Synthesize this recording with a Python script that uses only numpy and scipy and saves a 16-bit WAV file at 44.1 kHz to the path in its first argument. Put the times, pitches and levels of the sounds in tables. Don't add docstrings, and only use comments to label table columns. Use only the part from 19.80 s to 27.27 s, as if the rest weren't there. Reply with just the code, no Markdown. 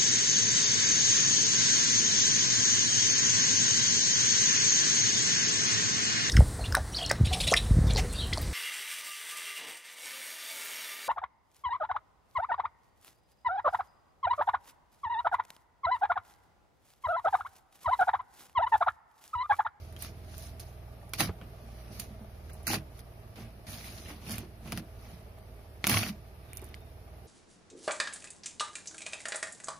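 import sys
import numpy as np
from scipy import signal
from scipy.fft import rfft, irfft, next_fast_len
from scipy.io import wavfile

SR = 44100
rng = np.random.default_rng(int(sys.argv[2]) if len(sys.argv) > 2 else 0)


def voltage_ratio(decibels):
    exponent = np.asarray(decibels, float) / 20
    return 10 ** exponent


def dump_mix(stems):
    frames = np.atleast_2d(stems).T
    limited = np.clip(frames, -1, 1)
    pcm = np.round(limited * 32767).astype(np.int16)
    wavfile.write(sys.argv[1], SR, pcm)


N = 329418
T = np.arange(N) / SR

# frequency in Hz, level in dB, 60 dB decay in s.
FRUIT_MODES = [(108, 4, 0.18), (146.5, 2.5, 0.26), (184.5, 1.5, 0.13), (223.6, -2, 0.11), (259, -10.5, 0.1),
               (320, -4.5, 0.25), (371, -20, 0.18)]
# time in s, crack in dB, tick in dB, left-right balance in dB.
RIND_CRACKS = [(1.3348, -36, -28, -5), (1.397, -38, -31, -10), (1.4065, -28.5, -32, -15),
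               (2.8685, -56, -25, -4.5), (2.878, -56, -23, -7), (2.932, -35, -30, -5),
               (2.941, -30.5, -31, 2), (4.9213, -34, -43, -0.5), (4.9745, -38, -36, 2),
               (6.0415, -28, -38, -5), (6.048, -36, -42, 0), (6.0687, -27, -19, 0),
               (6.0954, -25.5, -21.5, -2), (6.1148, -26, -32, -3), (6.1414, -28, -38, -3),
               (6.1707, -27.5, -41, 4), (6.2311, -30.5, -42, -1), (6.264, -40, -44, 2),
               (6.2912, -42, -42, 1)]


def unit_rms(x):
    return x / np.sqrt(np.mean(x ** 2) + 1e-20)


def in_time(rows):
    s, *columns = np.transpose(rows)
    return [np.interp(T, s, c) for c in columns]


def at_hz(points, size):
    hz, value = np.transpose(points)
    bins_hz = np.arange(size // 2 + 1) * SR / size
    return np.interp(np.log(bins_hz + 1), np.log(hz), value)


def colour(x, points):
    size = next_fast_len(N + SR // 4) // 2 * 2
    cepstrum = irfft(np.log(voltage_ratio(at_hz(points, size))), size)
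    cepstrum[1:size // 2] *= 2
    cepstrum[size // 2 + 1:] = 0
    return irfft(rfft(x, size) * np.exp(rfft(cepstrum)), size)[..., :N]


def two_ports(mid, side, likeness):
    size = next_fast_len(N)
    alike = np.clip(at_hz(likeness, size), 0, .995)
    shared = np.sqrt(1 + alike) * rfft(mid, size)
    own = np.sqrt(1 - alike) * rfft(side, size)
    return irfft(np.array([shared + own, shared - own]), size)[:, :N] / np.sqrt(2)


def cut(x, hz, kind, order=2):
    return signal.sosfilt(signal.butter(order, hz, kind, fs=SR, output="sos"), x)


def drift(rate_hz):
    r = np.exp(-80 * np.pi * rate_hz / SR)
    noise = rng.standard_normal(N // 40 + 2002)
    slow = signal.lfilter([1], [1, -2 * r, r * r], noise)[2000:]
    return np.interp(np.arange(N) / 40, np.arange(len(slow)), unit_rms(slow))


def resonance(x, hz, width_hz):
    r = np.exp(-np.pi * width_hz / SR)
    poles = [1, -2 * r * np.cos(2 * np.pi * hz / SR), r * r]
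    return signal.lfilter([(1 - r * r) / 2, 0, (r * r - 1) / 2], poles, x)


def air():
    # frequency in Hz, spectral level in dB per Hz.
    hiss_spectrum = [(600, -14.5), (1000, -12), (2200, -7.5), (3600, -14), (5500, -14), (7000, -24),
                     (8100, -25.5), (8800, -19.5), (9600, -14.5), (11500, -12.5), (13500, -17),
                     (15200, -14), (15700, -45), (16500, -59)]
    hiss = unit_rms(colour(rng.standard_normal((2, N)), hiss_spectrum))
    return voltage_ratio(-63.5 + 0.3 * drift(0.96)) * hiss


def engine():
    # time in s, firings per s.
    firing = [(0, 20.1), (.5, 20.4), (1.2, 19.7), (2.1, 19.8), (3.5, 19.1), (4.2, 18.7), (5.2, 18.3),
              (5.8, 18.3), (6.3, 18.9), (7.47, 19.1)]
    # time in s, loudness in dB, level of the fourth order (uneven firing) in dB.
    idle = [(0, 0.13, 8), (.8, 1.1, 4.5), (2, 2.3, -14), (2.7, 0.46, 7.5), (3.4, 0.77, -11),
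            (4.1, -1.8, 2.5), (5.2, -0.21, 0.5), (6.8, -1.4, 1), (7.47, -1.3, 4)]
    # order of the firing rate, rms level in dB.
    orders = [(2, -58), (3, -52), (4, -55), (5, -57), (6, -58), (7, -68), (8, -67.5)]
    # frequency in Hz, width in Hz, level in dB.
    pipe_modes = [(432, 47, -6), (645, 69, 7), (785, 43, -4.5), (1155, 39, -2.5)]
    # frequency in Hz, spectral level in dB per Hz.
    rumble_spectrum = [(15, -46), (25, -10), (39, -5), (80, -2), (124, -14), (205, -10.5), (276, -17),
                       (441, -13), (535, -20.5), (694, -20), (1600, -33.5), (2080, -48), (3520, -120)]
    # frequency in Hz, left-right likeness from 0 to 1 (clipped).
    far_likeness = [(60, 1), (180, 0.8), (550, 0.76), (1650, -0.17), (4970, -6), (15000, 1)]
    (firing_hz,), (loud_db, uneven_db) = in_time(firing), in_time(idle)
    turns = np.cumsum(firing_hz) / SR
    lines = np.zeros(N)
    for k, db in orders:
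        level_db = (uneven_db if k == 4 else loud_db) + db + 1.2 * drift(2.5)
        lines += voltage_ratio(level_db) * np.sin(2 * np.pi * (k * turns + rng.random()))
    puff_shape = 0.71 + np.exp(-3.0 * ((turns + .3) % 1)) * voltage_ratio(2.1 * drift(17))
    puff = puff_shape * rng.standard_normal((2, N))
    knock = unit_rms(sum(voltage_ratio(db) * resonance(puff, hz, width) for hz, width, db in pipe_modes))
    rumble = unit_rms(colour(rng.standard_normal((2, N)), rumble_spectrum)) * voltage_ratio(0.62 * drift(2.3))
    diffuse = voltage_ratio(-60 + loud_db) * knock + voltage_ratio(-54) * rumble
    far = np.sqrt(2) * lines + two_ports(*diffuse, far_likeness)
    return np.array([np.roll(far[0], 6), far[1]])


def insect():
    # time in s, level in dB.
    chirr = [
        (6.66, -96),
        (6.69, -72),
        (6.82, -70),
        (7.1, -78),
    ]
    s, db = np.transpose(chirr)
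    line = resonance(resonance(rng.standard_normal((2, N)), 3640, 60), 3640, 60)
    level_db = np.interp(T, s, db, left=-120, right=-120) + 2.5 * drift(12)
    return voltage_ratio(level_db) * unit_rms(line)


def shelter(x):
    # delay in s, level in dB.
    echoes = [
        (.0062, -6.5),
        (0.0118, -14),
        (0.022, -15),
    ]
    out, dull = x.copy(), cut(x, 12500, "low", order=1)
    for delay, db in echoes:
        for side, stretch in enumerate((1, 1.03)):
            lag = round(delay * stretch * SR)
            out[side, lag:] += voltage_ratio(db) * dull[side, :-lag]
    return out


def bumps():
    # time in s,
    # peak in dB, pitch in Hz, 60 dB decay in s, slap relative to the peak in dB.
    contacts = [(1.405, -27, 323, 0.11, -6), (1.468, -31, 184.4, 0.21, -8), (1.613, -40.5, 194, 0.11, 7.5),
                (1.834, -45.5, 226, 0.23, -12.5), (2.1, -45.5, 211, 0.13, -3), (2.188, -42.5, 216, 0.14, -6),
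                (2.305, -38.5, 209, 0.16, -12), (2.409, -42, 208, 0.22, -3), (2.901, -29.5, 320, 0.13, -2),
                (4.04, -50, 184, 0.099, -11), (4.298, -43.5, 298, 0.21, 11), (4.628, -41.5, 364, 0.085, 4.5),
                (4.925, -30, 167, 0.1, -14), (4.977, -31.5, 151, 0.097, -12), (4.5, -36.5, 199, 0.2, -10),
                (4.857, -34.5, 160, 0.078, 0), (5.33, -40, 183.4, 0.13, -17), (5.689, -50.5, 249, 0.13, -8),
                (6.298, -29.5, 208, 0.16, -12), (6.823, -36, 380, 0.05, 0),
                (1.487, -24, 85, 0.11, 2.5), (6.12, -28, 103, 0.16, -16), (6.157, -26, 108, 0.14, 0),
              (6.072, -30, 187, .35, -20), (6.098, -31, 226, .3, -20), (6.1, -33, 255, .3, -20),
              (6.116, -29, 146, .35, -20), (6.145, -27, 101, .35, -20), (2.88, -36, 228, .3, -20),
              (2.935, -33, 400, .07, -6), (4.93, -37, 187, .3, -20), (4.925, -38, 226, .3, -20),
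              (4.51, -42, 229, .3, -20), (1.47, -39, 148, .25, -20)]
    length = SR // 3
    ring, slap, age = np.zeros(N + SR), np.zeros(N + SR), np.arange(length) / SR
    rise = 1 - np.exp(-age / 0.0027)
    for s, db, hz, t60, slap_db in contacts:
        i = round(s * SR)
        mode = np.sin(2 * np.pi * hz * age)
        ring[i:i + length] += rise * voltage_ratio(db - 60 * age / max(t60, .02)) * mode
        noise = rng.standard_normal(length)
        slap[i:i + length] += rise * voltage_ratio(db + slap_db + 3.5 - 60 * age / 0.075) * noise
    return (ring + cut(slap, [60, 900], "band"))[:N]


def thud(thud_db):
    shake = voltage_ratio(thud_db) * voltage_ratio(3.95 * drift(45)) * rng.standard_normal((2, N))
    modes = 0
    for k, (hz, db, t60) in enumerate(FRUIT_MODES):
        modes = modes + voltage_ratio(db) * resonance(shake[k % 2], hz, 1.9 / t60)
    return voltage_ratio(19.5) * modes


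def pops():
    # time in s, peak
    # in dB, pitch in Hz, 60 dB decay in s.
    bursts = [(0.164, -45, 2000, 0.008), (0.222, -42, 1700, .02), (0.247, -44, 1300, .02),
              (0.7963, -36, 5300, .007), (0.8005, -42, 4400, .012), (1.3352, -25, 4400, 0.006),
              (1.336, -37, 2400, 0.037), (1.403, -23.5, 1820, .025), (1.4055, -25, 800, .04),
              (1.396, -28, 3970, .015), (1.489, -37, 700, .03), (1.6132, -40, 1500, .012),
              (1.6135, -45, 3000, .01), (2.197, -34.5, 4600, 0.029), (2.878, -28.5, 1424, 0.025),
              (2.9, -31.5, 823, .05), (2.9335, -26, 848, 0.04), (2.9425, -25, 4670, 0.022),
              (4.5807, -40, 2340, .015), (6.0684, -26, 2360, 0.018), (6.0948, -26, 2300, .02),
              (6.1427, -24, 1100, 0.028), (6.171, -25, 1120, .03), (6.231, -28, 2380, .02),
              (6.0417, -13, 2200, 0.008), (6.732, -40, 2300, 0.011), (6.7712, -40, 5400, 0.005),
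              (6.7946, -50, 2380, .02), (6.9424, -33, 2150, 0.009), (6.943, -38, 4600, .008),
              (6.9432, -37, 3000, .01), (6.7708, -31, 10800, .004), (6.732, -38, 9300, .006),
              (6.0418, -18, 3400, .005), (6.042, -20, 1200, .008), (6.0478, -26, 2200, .008),
              (6.0688, -15, 6500, .004), (6.0745, -19, 2300, .007), (6.0748, -17, 10500, .006),
              (6.0964, -19, 1800, .008), (6.102, -23, 2800, .007), (6.144, -23, 2400, .012),
              (6.238, -28, 2600, .01), (1.3358, -27, 3300, .005), (1.3362, -27, 5500, .005),
              (1.494, -31, 420, .03), (1.215, -50, 1800, .012), (2.8785, -29, 10200, .008),
              (2.9415, -25, 2600, .005), (1.784, -51, 1200, .01),
              (4.9214, -23, 2400, .006), (4.9213, -27, 5500, .004), (4.9214, -29, 10500, .005),
              (4.9214, -36, 15800, .004), (4.9275, -34, 5000, .012), (4.9746, -26, 10300, .005),
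              (4.9746, -29, 2500, .005), (4.9746, -33, 5500, .004), (4.9746, -38, 15800, .004),
              (4.981, -40, 5500, .008), (4.926, -38, 700, .05), (4.98, -40, 700, .04),
              (0.2125, -44, 10000, .01), (0.2125, -50, 5500, .008), (0.2245, -33, 9300, .012),
              (0.2245, -33, 11800, .012), (0.165, -50, 3200, .05), (0.595, -46, 9800, .008),
              (0.595, -50, 7000, .006), (2.698, -46, 1600, .015), (2.732, -52, 10300, .08),
              (2.83, -55, 10300, .04), (6.0686, -16, 11500, .004), (6.0688, -28, 15800, .004),
              (6.0418, -32, 11000, .006), (6.172, -21, 2300, .008), (6.177, -25, 4800, .006),
              (6.1445, -25, 4600, .006), (6.265, -32, 1800, .01), (6.7725, -44, 5000, .012),
              (6.949, -48, 5800, .008), (6.949, -50, 9500, .008), (1.3352, -30, 11000, .005),
              (1.3352, -38, 15800, .004), (1.3985, -24, 3500, .005), (1.497, -42, 900, .03),
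              (5.81, -52, 850, .03), (7.006, -52, 11000, .006), (6.0752, -21, 13000, .006),
              (6.1152, -21, 1700, .008), (6.1155, -24, 10500, .008), (6.0968, -22, 11500, .008),
              (2.943, -27, 4400, .008), (6.843, -44, 10500, .005), (1.6132, -44, 2200, .006),
              (0.7962, -40, 6300, .005), (1.28, -50, 700, .02), (5.586, -50, 800, .02)]
    out, age = np.zeros((2, N + 2000)), np.arange(2000) / SR
    rise = 1 - np.exp(-age / 0.00029)
    for s, db, hz, t60 in bursts:
        i = round(s * SR)
        rough = 1.9 * resonance(rng.standard_normal((2, 2000)), hz, hz / 3.2)
        ring = np.sin(2 * np.pi * hz * age) + rough
        out[:, i:i + 2000] += voltage_ratio(db - 60 * age / max(t60, .003)) * rise * ring
    return out[:, :N]


def snaps():
    # time in s, crack in dB, tick in dB, left-right balance in dB.
    fibres = [(0.1248, -55, -47, -2), (0.164, -42, -46, -1), (0.1905, -62, -43, -1), (0.222, -43, -30, -6),
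              (0.2475, -42, -42, -1), (0.3097, -60, -54, 1), (0.542, -52, -59, 11), (0.5802, -70, -36, -7),
              (0.796, -50, -40, 0), (0.8005, -57, -34.5, -3), (1.293, -65, -44.5, -1),
              (2.1945, -60, -38, -3), (2.1969, -42, -26.5, -2), (2.2, -47, -30, -3), (2.6997, -59, -49, -1),
              (2.732, -71, -54, -7), (3.192, -49, -43, -4), (3.559, -60, -49, -1), (4.4944, -42, -36.5, -5),
              (4.508, -41, -32, -3), (4.5204, -46, -35, -10), (4.557, -53, -37, -5),
              (4.582, -40, -29.5, -5), (5.586, -60, -55, -1), (6.732, -56, -37, -5), (6.7514, -69, -43, -5),
              (6.7612, -70, -46, -3), (6.7707, -57, -30.5, -5.5), (6.7745, -60, -41, -3),
              (6.78, -62, -43, -3), (6.817, -67, -46, -7), (6.822, -70, -49, -5), (6.8385, -70, -48, -5),
              (6.843, -65, -41.5, -7), (6.854, -70, -51, -2), (6.8635, -70, -50, -5),
              (6.888, -61, -49, -2.5), (6.942, -45, -63, 0), (6.95, -59, -50, -1)]
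    crack_t60, tick_t60 = 0.0074, 0.013
    crack, tick, push = np.zeros((2, N + 2000)), np.zeros((2, N + 2000)), np.zeros(N)
    age = np.arange(2000) / SR
    rise = 1 - np.exp(-age / 0.00027)
    for k, (s, crack_db, tick_db, pan_db) in enumerate([*fibres, *RIND_CRACKS]):
        noise = rng.standard_normal((4, 2000)) * rise
        fall = 60 * age / (0.66 if k < len(fibres) else 1)
        i, pan = round(s * SR), voltage_ratio(np.array([[pan_db / 2], [-pan_db / 2]]))
        crack_noise = noise[0] + 0.89 * noise[1:3]
        crack[:, i:i + 2000] += pan * voltage_ratio(crack_db - fall / crack_t60) * crack_noise
        tick[:, i:i + 2000] += pan * voltage_ratio(tick_db - fall / tick_t60) * noise[2:]
        push[i] = voltage_ratio(1.51 * crack_db + 8.5)
    mid = voltage_ratio(14.5) * cut(crack, [1200, 4200], "band")
    treble = voltage_ratio(8.0) * cut(cut(tick, 7070, "high", order=4), 12500, "low", order=1)
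    bright = mid + treble
    notch = resonance(bright, 7940, 1950)
    knock = sum(voltage_ratio(db) * resonance(push, hz, 3.35 / t60) for hz, db, t60 in FRUIT_MODES)
    return (bright - 0.9 * notch)[:, :N] + voltage_ratio(41.0) * knock


def splits():
    out, age = np.zeros((2, N + 4000)), np.arange(4000) / SR
    envelope = voltage_ratio(-60 * age / 0.036) * (1 - np.exp(-age / 0.001))
    for s, crack_db, *_ in RIND_CRACKS:
        i, noise = round(s * SR), rng.standard_normal((3, 4000))
        out[:, i:i + 4000] += voltage_ratio(crack_db) * envelope * (noise[0] + 0.24 * noise[1:])
    return voltage_ratio(8.5) * cut(out, [590, 2740], "band")[:, :N]


def effort():
    # peak in s, rise by 20 dB in s, fall by 20 dB in s, tearing in dB, wetness in dB.
    slices = [(0.02, 3, 0.3, -68, 2), (0.238, 0.06, 0.08, -51, 3), (0.42, 0.5, 0.4, -69.5, -1),
              (0.52, 0.1, 0.36, -63, 2), (0.638, .1, 0.12, -60, 9), (0.86, 0, 0.23, -70, 6),
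              (2.02, 0.45, 0.56, -64, -1.5), (2.13, 0.03, 0.24, -60.5, 5),
              (2.205, 0.0236, 0.0646, -53.5, 6.5), (2.745, 0.4, 0.2, -69, 2.5),
              (3.206, 0.1, -0.2, -62.5, 1.5), (3.929, 0.07, 0.15, -51.5, 3), (4.05, 0.14, 0.2, -51, 0.5),
              (4.2, 0.21, 0.23, -55, 2), (4.301, 0.08, 0.09, -48.5, -4.5), (4.42, .15, .15, -62, -3),
              (5.3, 0.25, 0.21, -60.5, -2), (6.8, 0.33, 0.32, -59, -11)]
    # peak in s, rise by 20 dB in s, fall by 20 dB in s, tearing in dB, wetness in dB.
    prises = [
        (1.404, 0.022, 0.075, -29.5, 1),
        (2.89, 0.019, 0.069, -38, 0),
        (2.939, 0.061, 0.055, -35, -0.5),
        (3.62, 0.066, 0.058, -58.5, -1.5),
        (4.519, 0.087, 0.13, -43.5, -0.5),
        (4.88, 0.07, 0.18, -54, -3.5),
        (4.981, 0.07, 0.043, -52, 1.5),
        (6.108, 0.04, 0.094, -30, 0.5),
        (6.175, 0.1, 0.13, -35, 1.5),
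        (6.29, 0.12, 0.03, -48, 2.5),
    ]
    # time in s, fall by 20 dB in s, tearing in dB, wetness in dB, extra weight in dB.
    gives = [
        (0.799, 0.08, -57, 8, -8),
        (1.337, 0.06, -47, 3, 3),
        (1.613, 0.05, -53.5, -32, 4.5),
        (2.693, 0.05, -55, -8, -6),
        (2.869, 0.0737, -37, 3, 5),
        (3.558, 0.19, -51.5, -5, -1.5),
        (3.868, 0.2, -50, 2.5, -5.5),
        (4.9232, 0.03, -44, 0, 10),
        (6.044, 0.04, -37, -8, -2),
        (6.07, 0.0167, -32, -5, -7),
    ]
    rounding = 1.405
    rows = [(*row, -6, rounding) for row in slices]
    rows += [(*row, 2.5, rounding) for row in prises]
    rows += [(s, .002, *rest, 1) for s, *rest in gives]
    s, rise, fall, db, wet_db, weight_db, bend = np.transpose(rows)[:, :, None]
    coarse = T[::32]
    away = np.maximum((s - coarse) / rise, (coarse - s) / np.maximum(fall, .01))
    loss = np.minimum(20 * away ** bend, 80)
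    bright = db - (1 + 0.3 * (coarse > s)) * loss
    push_db = -44 + 0.52 * (db + 48.5) + weight_db - 0.71 * loss
    layers = [db - loss, bright + wet_db, bright - 0.5 + wet_db, push_db]
    totals = [10 * np.log10(np.sum(voltage_ratio(2 * v), axis=0)) for v in layers]
    tear, fizz, sizzle, push = [np.interp(T, coarse, total) for total in totals]
    return tear, fizz - tear, sizzle - tear, push


def tearing(tear_db, fizz_db, sizzle_db):
    # frequency in Hz, spectral level in dB per Hz.
    flesh_spectrum = [(260, -32.5), (450, -14.5), (672, 2.5), (988, -8), (1130, 0), (1350, -3), (2340, 1),
                      (3590, -5.5), (6310, -8), (8120, -24.5), (9700, -5.5), (12300, -13.5), (15600, -11)]
    # frequency in Hz, left-right likeness from 0 to 1.
    near_likeness = [(60, 0.99), (180, 0.46), (550, 1), (1650, 0.052), (4970, 0.16), (15000, 0.069)]
    sizes = voltage_ratio(np.minimum(rng.exponential(1, N), 5) + 1.2 * drift(64))
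    bursting = rng.random(N) < 0.6
    clicks = sizes * bursting * rng.standard_normal((2, N)) + 1e-18
    pitches = np.geomspace(450, 15000, 22)
    odds = pitches / pitches.sum()
    dealt = np.searchsorted(np.cumsum(odds), rng.random(N))
    cells = 0
    for k, hz in enumerate(pitches):
        patch = voltage_ratio(2.0 * drift(10.8)) / np.sqrt(odds[k])
        cells = cells + patch * resonance(clicks * (dealt == k), hz, hz / 5.1)
    flesh = colour(two_ports(*cells, near_likeness), flesh_spectrum)
    dull = unit_rms(cut(flesh, 3300, "low", order=4))
    fizz = unit_rms(cut(flesh, [4000, 8000], "band", order=3))
    sizzle = unit_rms(cut(flesh, 9700, "high", order=4))
    return voltage_ratio(tear_db) * (dull + voltage_ratio(fizz_db) * fizz + voltage_ratio(sizzle_db) * sizzle)


def gaps(x):
    # frequency in Hz, share of thin bands lost from 0 to 1.
    gap_odds = [(1000, 0.02), (2500, 0.065), (4000, 0.07), (5000, 0.07), (6000, 0.15), (8000, 0.6),
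                (9500, 0.13), (12500, 0.12), (15000, 0.3)]
    hz, s, frames = signal.stft(x, SR, nperseg=2048)
    bins, steps = frames.shape[1:]
    band = (40 * np.log(1 + hz / 3000)).astype(int)
    draw = rng.random((bins, steps // 2 + 1)).repeat(2, axis=1)[band, :steps]
    lost = draw < (at_hz(gap_odds, 2048) * (hz > 1500))[:, None]
    return signal.istft(frames * np.where(lost, voltage_ratio(-40.0), 1), nperseg=2048)[1][:, :N]


def dropouts(x):
    # start in s, end in s, lower edge in Hz, upper edge in Hz.
    losses = [(2.866, 2.908, 2900, 3850), (2.71, 2.76, 3150, 3800), (4.47, 4.56, 3850, 4150),
              (2.1, 2.14, 6700, 7600), (6.737, 6.745, 5000, 7800), (6.753, 6.758, 4800, 9000),
              (6.784, 6.79, 4500, 8000), (4.947, 4.97, 6900, 8600), (1.42, 1.47, 4250, 4500),
              (6.2, 6.27, 3950, 4250), (6.1, 6.2, 6800, 7100), (6.13, 6.22, 7500, 7800),
              (6.1, 6.19, 8100, 8500), (6.2, 6.3, 7600, 8100), (2.89, 2.94, 7900, 8500)]
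    edge_s = .004
    out = x.copy()
    for start, end, low, high in losses:
        i, j = round(start * SR) - 400, round(end * SR) + 400
        sections = signal.butter(4, [low, high], "band", fs=SR, output="sos")
        band = signal.sosfiltfilt(sections, out[:, i:j])
        inside = np.minimum(T[i:j] - start, end - T[i:j])
        out[:, i:j] -= np.clip(inside / edge_s + 1, 0, 1) * band
    return out


def scene():
    tear_db, fizz_db, sizzle_db, thud_db = effort()
    flesh = voltage_ratio(-1.0) * tearing(tear_db, fizz_db, sizzle_db)
    lasting = flesh + splits() + engine() + air()
    dulled = cut(gaps(lasting) + shelter(snaps()), 14840, "low", order=16)
    return dropouts(dulled + thud(thud_db) + bumps() + pops() + insect())


def top_cut(x):
    return signal.sosfilt(signal.butter(12, 16660, fs=SR, output="sos"), x)


def record(dry):
    # frequency in Hz, left-right balance in dB.
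    port_balance = [(60, -2), (110, -3.5), (200, -1.5), (380, -2.5), (700, 0.5), (1290, 0), (2380, 0),
                    (4400, 2), (8120, -4), (15000, -6)]
    tilt = np.array(port_balance) * [1, .5]
    ports = np.array([colour(dry[0], tilt), colour(dry[1], tilt * [1, -1])])
    mix = cut(cut(ports, 16250, "low", order=24), 46, "high")
    return top_cut(mix)


dry = scene()
out = record(dry)
dump_mix(out)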